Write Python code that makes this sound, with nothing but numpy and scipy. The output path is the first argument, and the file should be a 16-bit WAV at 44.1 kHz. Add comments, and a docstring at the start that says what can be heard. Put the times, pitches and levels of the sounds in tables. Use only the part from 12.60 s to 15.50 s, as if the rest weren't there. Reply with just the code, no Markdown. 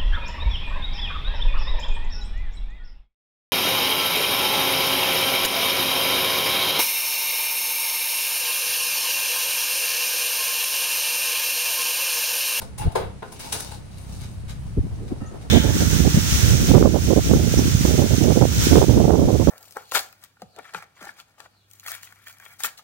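"""Metal straightedge on granite

Close by, a long hollow metal straightedge clacks down on a granite slab and slides over the grit.
Its edge catches once with a bright snap, then it is eased into place with soft scuffs and two
faint clinks. We are outdoors: an engine throbs in the distance, wind bumps the microphone,
and nearby walls give the bar a short tail."""
import sys
import numpy as np
from scipy import signal
from scipy.fft import rfft, irfft
from scipy.io import wavfile

SR = 44100
rng = np.random.default_rng(int(sys.argv[2]) if len(sys.argv) > 2 else 0)


def pcm_store(signal):
    """Save signal as 16-bit PCM."""
    levels = np.round(np.clip(np.atleast_2d(signal), -1, 1) * 32767)
    wavfile.write(sys.argv[1], SR, levels.astype(np.int16).T)


N = 127890

# distant engine: time_s, level_db
ENGINE_LEVEL = [(0, -50), (.4, -40), (.55, -41), (.67, -54.5), (1.15, -40), (1.3, -46), (1.52, -34.5),
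                (2.1, -39), (2.9, -47)]
# its exhaust: freq_hz, gain_db
EXHAUST_COLOUR = [(10, -59), (33, -12), (65, 0), (98, 0), (130, -4.5), (205, -11.5), (270, -31),
                  (3000, -68.5)]
# low breeze and higher flutter on the microphone: time_s, level_db
BREEZE_LEVEL = [(0, -39.5), (.45, -36), (.65, -48), (1.85, -35.5), (2.3, -29), (2.64, -36)]
FLUTTER_LEVEL = [(2.1, -55), (2.36, -52), (2.48, -45), (2.9, -44)]
# their spectra: freq_hz, gain_db
LOW_WIND_COLOUR = [(15, -3.5), (50, -4.5), (110, 2), (200, -16), (1000, -60.5)]
HIGH_WIND_COLOUR = [(100, -13), (260, 0), (800, -9), (4000, -45)]
# wind bumps: start_s, length_s, level_db, cutoff_hz
EDDIES = [(0.186, 0.096, -28, 197), (0.252, 0.0387, -13.5, 116), (0.254, 0.029, -27, 440),
          (2.167, 0.03, -17.5, 360), (2.173, 0.053, -16, 110), (2.227, 0.054, -27.5, 282),
          (2.368, 0.14, -38, 460), (2.511, 0.024, -20.5, 320), (2.607, 0.039, -28.5, 261)]
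# open air: freq_hz, gain_db
AIR_COLOUR = [(30, 2), (200, 26.5), (400, 11.5), (2000, 3.5), (4500, -2.5), (7000, -6.5), (10300, -2.5),
              (11500, -19), (14000, -30), (16000, -107)]
# bar meets stone: start_s, decay_s, body_db, clack_db, edge_db
LANDINGS = [(0.013, 0.0086, -36, -41, -40), (.177, 0.02, -42.5, -43, -34), (.208, 0.041, -39.5, -39, -52),
            (0.313, 0.011, -49, -50, -48.5), (.351, 0.014, -18.5, -31.5, -35), (.394, 0.048, -35, -41, -55),
            (.621, 0.0069, -31.5, -32, -62), (.717, 0.0084, -41.5, -48, -39.5),
            (0.790, 0.012, -62, -42.5, -40), (0.92, 0.0064, -34.5, -26, -21), (.944, .016, -35, -37.5, -44),
            (0.999, 0.0031, -54, -36.5, -27), (1.113, 0.0048, -41, -39.5, -46)]
# modes of the bar: pitch_hz, gain_db, t60_s
BODY_MODES = [(436, -7, 0.35), (510.5, -10, 0.38), (674, -6.5, 0.19), (781, -7, 0.17), (907, 0.5, 0.11),
              (1026, -0.5, 0.1)]
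# low, middle and high parts of a knock: freq_hz, gain_db
BODY_COLOUR = [(150, -23), (300, -7), (420, 0), (580, -2.5), (950, -4), (1400, -12.5), (5000, -39.5)]
CLACK_COLOUR = [(900, -13), (1450, 5.5), (2000, -2.5), (4400, 0.5), (6500, -9.5), (13000, -26)]
EDGE_COLOUR = [(3500, -10), (7000, -2.5), (8800, -0.5), (10200, 4), (11500, -7.5), (16000, -9)]
# resonances of the bar's thin walls: pitch_hz, width_hz, boost_db
BAR_WALL_PEAKS = [(2250, 70, 6), (3800, 260, 4), (4860, 160, 5), (8680, 90, 5), (8950, 110, 6)]
# sliding effort: time_s, level_db
SLIDE_LEVEL = [(0, -46.5), (.15, -73), (.6, -65), (.74, -50.5), (.787, -53.5), (.8, -36.5), (.91, -40),
               (.96, -35), (1.13, -46), (1.21, -61), (1.54, -48), (1.68, -52.5), (1.8, -61.5), (2.9, -59)]
# short pushes into place: start_s, length_s, level_db
PUSHES = [(1.586, 0.091, -47), (1.875, 0.053, -42), (2.468, 0.037, -51), (2.804, 0.038, -49.5)]
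# grit under the slide and under a push: freq_hz, gain_db
SCRAPE_COLOUR = [(150, 12), (450, 4.5), (850, 10), (1250, 0), (2200, -0.5), (4200, 3.5), (7000, 2.5),
                 (10000, 1.5), (11600, -6), (15000, -7.5)]
SCUFF_COLOUR = [(300, 0.5), (2600, 2.5), (10000, -5.5), (15000, -17)]
# the dragged edge sings: start_s, length_s, pitch_hz, rise_hz, level_db
EDGE_SQUEAKS = [(.183, .07, 845, 0, -32), (.18, .05, 2700, 0, -45), (.256, .04, 560, 260, -35),
                (.832, .065, 870, 90, -41), (1.092, .055, 720, 200, -42), (2.655, .022, 6150, 0, -54),
                (2.654, .05, 6850, 0, -56)]
# faint clinks: start_s, level_db
TOUCHES = [(2.606, -46), (2.641, -49)]
# their modes: pitch_hz, gain_db, t60_s
TOUCH_MODES = [(1270, 1, .3), (1846, 0, .2), (2780, -7, .12)]

FIRING_HZ, FIRING_JITTER, FIRING_SCATTER_DB, RUMBLE_DB = 32.34, .015, 1.8, -8
AIR_DB, ATTACK_S, TOP_HZ = -47.5, 0.0081, 15900
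CLACK_TOP_HZ, HARDNESS_DB_PER_OCTAVE = 6900, 15.5
RIPPLE_DB, RIPPLE_SPACING_HZ = 2.0, 110
GRIT_PER_S, GRIT_SPREAD_DB = 7000, 3
JUDDER_DB, JUDDER_HZ, PATCHY_DB, PATCHY_HZ = 2.2, 70, 2.5, 24
YARD_T60_S, YARD_TREBLE_T60_S, YARD_DB, YARD_DELAY_S = 0.31, 0.2, -3.5, 0.0073
LIKENESS, BASS_LIKENESS = 0.026, 0.37  # correlation of left and right
BAR_PAN_DB = 2  # left over right


def undb(db):
    """Decibels to gain."""
    return 10 ** (np.asarray(db) / 20)


def unit(x):
    """Scale to rms 1."""
    return x / np.sqrt(np.mean(x ** 2))


def curve(rows):
    """Gain over time from rows of time_s, level_db."""
    return undb(np.interp(np.arange(N) / SR, *np.array(rows).T))


def since(start):
    """Seconds since an event, zero before it."""
    return np.maximum(np.arange(N) / SR - start, 0)


def ramp(start, length):
    """Rise from 0 to 1, then hold."""
    return np.minimum(since(start) / length, 1)


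def swell(start, length):
    """One smooth rise and fall."""
    return np.sin(np.pi * ramp(start, length))


def walk(rate_hz):
    """Random wander with a spread near 1."""
    return np.interp(np.arange(N) / SR * rate_hz, np.arange(1000), rng.standard_normal(1000))


def noise(likeness=LIKENESS):
    """Two partly alike channels of white noise."""
    mid, side = rng.standard_normal((2, N))
    return np.sqrt((1 + likeness) / 2) * mid + np.sqrt((1 - likeness) / 2) * np.array([side, -side])


def filtered(x, order, hz, kind="low"):
    """Low-pass or band-pass with a flat passband."""
    return signal.sosfilt(signal.butter(order, hz, kind, fs=SR, output="sos"), x)


def colour(x, points, peaks=(), size=16384):
    """Causal filter of unit energy from rows of freq_hz, gain_db and resonant peaks."""
    freqs = np.maximum(np.arange(size // 2 + 1) * SR / size, 1)
    hz, db = np.array(points).T
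    db = np.interp(np.log(freqs), np.log(hz), db)
    db += sum(boost / (1 + (2 * (freqs - centre) / width) ** 2) for centre, width, boost in peaks)
    cepstrum = irfft(np.log(undb(db)))
    cepstrum[1:size // 2] *= 2  # fold to minimum phase
    cepstrum[size // 2 + 1:] = 0
    impulse = irfft(np.exp(rfft(cepstrum)))
    impulse /= np.linalg.norm(impulse)
    return signal.fftconvolve(np.atleast_2d(x), impulse[None], axes=1)[:, :N]


def engine():
    """Far off, slow firings thud through a dull exhaust, with a diffuse rumble around them."""
    count = np.floor(np.cumsum(FIRING_HZ * (1 + FIRING_JITTER * walk(12))) / SR)
    firings = unit(np.diff(count, prepend=0) * undb(FIRING_SCATTER_DB * walk(29.94)))
    return colour(firings + undb(RUMBLE_DB) * noise(0), EXHAUST_COLOUR) * curve(ENGINE_LEVEL)


def wind():
    """Single eddies bump the microphone over a low, fluttering breeze."""
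    breeze = colour(noise(), LOW_WIND_COLOUR) * curve(BREEZE_LEVEL)
    flutter = colour(noise(), HIGH_WIND_COLOUR) * curve(FLUTTER_LEVEL) * undb(4.5 * walk(60))
    bumps = 0
    for start, length, db, hz in EDDIES:
        shape = swell(start, length)
        eddy = shape * filtered(noise(BASS_LIKENESS), 4, [hz / 5, hz], "band")
        bumps += undb(db) * unit(eddy) * np.sqrt(np.mean(shape ** 2))
    return breeze + flutter + bumps


def air():
    """The steady low hush of outdoors, all around the microphone."""
    return undb(AIR_DB) * colour(noise(), AIR_COLOUR)


def ring(start):
    """The struck bar's modes die away, reaching each channel in a phase of their own."""
    t = since(start)
    count = len(BODY_MODES)
    phases = rng.uniform(0, 2 * np.pi, (count, 1, 1)) + rng.normal(0, 1, (count, 2, 1))
    modes = sum(undb(db - 60 * t / t60) * np.sin(2 * np.pi * hz * t + phase)
                for (hz, db, t60), phase in zip(BODY_MODES, phases))
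    return ramp(start, ATTACK_S) * modes


def hollow(x, points):
    """The bar's voice: its thin walls ring amid a ripple of many small resonances."""
    boosts_db = rng.normal(0, RIPPLE_DB, 140)
    ripples = [(k * RIPPLE_SPACING_HZ, RIPPLE_SPACING_HZ, boosts_db[k]) for k in range(12, 140)]
    return colour(x, points, BAR_WALL_PEAKS + ripples)


def knocks():
    """Each landing rattles along the bar and rings it; returns the ringing and the rattle."""
    body = clack = edge = ringing = 0
    for start, decay, body_db, clack_db, edge_db in LANDINGS:
        contact = ramp(start, ATTACK_S) * np.exp(-since(start + ATTACK_S) / decay)
        body += undb(body_db) * contact
        edge += undb(edge_db) * contact
        # a softer contact has less edge and a duller clack
        top_hz = min(CLACK_TOP_HZ * 2 ** ((edge_db - clack_db) / HARDNESS_DB_PER_OCTAVE), TOP_HZ)
        clack += undb(clack_db) * contact * filtered(noise(), 2, top_hz)
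        ringing += 0.8394 * undb(body_db) * ring(start)
    rattle = hollow(body * noise(), BODY_COLOUR) + hollow(clack, CLACK_COLOUR)
    return ringing, rattle + hollow(edge * noise(), EDGE_COLOUR)


def patchy(x):
    """Half-octave bands swell and fade on their own as the points of contact shift."""
    position = 2 * np.log2(np.clip(np.arange(N // 2 + 1) * SR / N / 250, 1, 64))
    spectrum = rfft(x)
    bands = (irfft(spectrum * np.maximum(1 - abs(position - k), 0), N) for k in range(13))
    return sum(band * undb(PATCHY_DB * walk(PATCHY_HZ)) for band in bands)


def slide():
    """Grit ticks densely under the juddering bar, louder with effort; short pushes scuff."""
    ticks = rng.random(N) < GRIT_PER_S / SR
    grit = ticks * undb(GRIT_SPREAD_DB * np.minimum(rng.exponential(size=N), 5))
    friction = unit(patchy(grit * noise())) * undb(JUDDER_DB * walk(JUDDER_HZ))
    scrape = hollow(friction * curve(SLIDE_LEVEL), SCRAPE_COLOUR)
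    pushes = sum(undb(db) * swell(start, length) for start, length, db in PUSHES)
    return scrape + hollow(unit(grit * noise()) * pushes, SCUFF_COLOUR)


def rasp(hz, width_hz):
    """A resonance driven by rough contact: its strength and phase keep changing."""
    phase = 2 * np.pi * np.cumsum(hz * np.ones(N)) / SR
    return np.array([walk(width_hz) * np.sin(phase) + walk(width_hz) * np.cos(phase) for _ in range(2)])


def squeaks():
    """The edge sticks and slips on the stone and sings hoarsely, at times rising in pitch."""
    return sum(undb(db) * swell(start, length) * rasp(hz + rise_hz * ramp(start, length), width_hz=150)
               for start, length, hz, rise_hz, db in EDGE_SQUEAKS)


def clinks():
    """Two light, chattering touches of metal as the bar settles."""
    out = 0
    for start, db in TOUCHES:
        for hz, mode_db, t60 in TOUCH_MODES:
            envelope = ramp(start, ATTACK_S) * undb(db + mode_db - 60 * since(start) / t60)
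            out += envelope * rasp(hz, width_hz=110)
    return out


def yard(x):
    """Ground and nearby walls add a short diffuse tail, in which the treble dies first."""
    t = since(YARD_DELAY_S)
    white = noise(0)
    low = filtered(white, 1, hz=2500)
    tail = low * undb(-60 * t / YARD_T60_S) + (white - low) * undb(-60 * t / YARD_TREBLE_T60_S)
    impulse = unit((t > 0) * tail) / np.sqrt(N)
    return x + undb(YARD_DB) * signal.fftconvolve(x, impulse, axes=1)[:, :N]


def scene():
    """The bar close up and a little left of centre, with engine, wind and air around it."""
    ringing, rattle = knocks()
    bar = ringing + yard(rattle + slide() + squeaks() + clinks())
    pan = undb(np.array([[BAR_PAN_DB], [-BAR_PAN_DB]]) / 2)
    return bar * pan + engine() + wind() + air()


def record(dry):
    """The recorder cuts the top treble steeply."""
    return signal.sosfilt(signal.ellip(10, .2, 80, TOP_HZ, fs=SR, output="sos"), dry)


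dry = scene()
out = record(dry)
pcm_store(out)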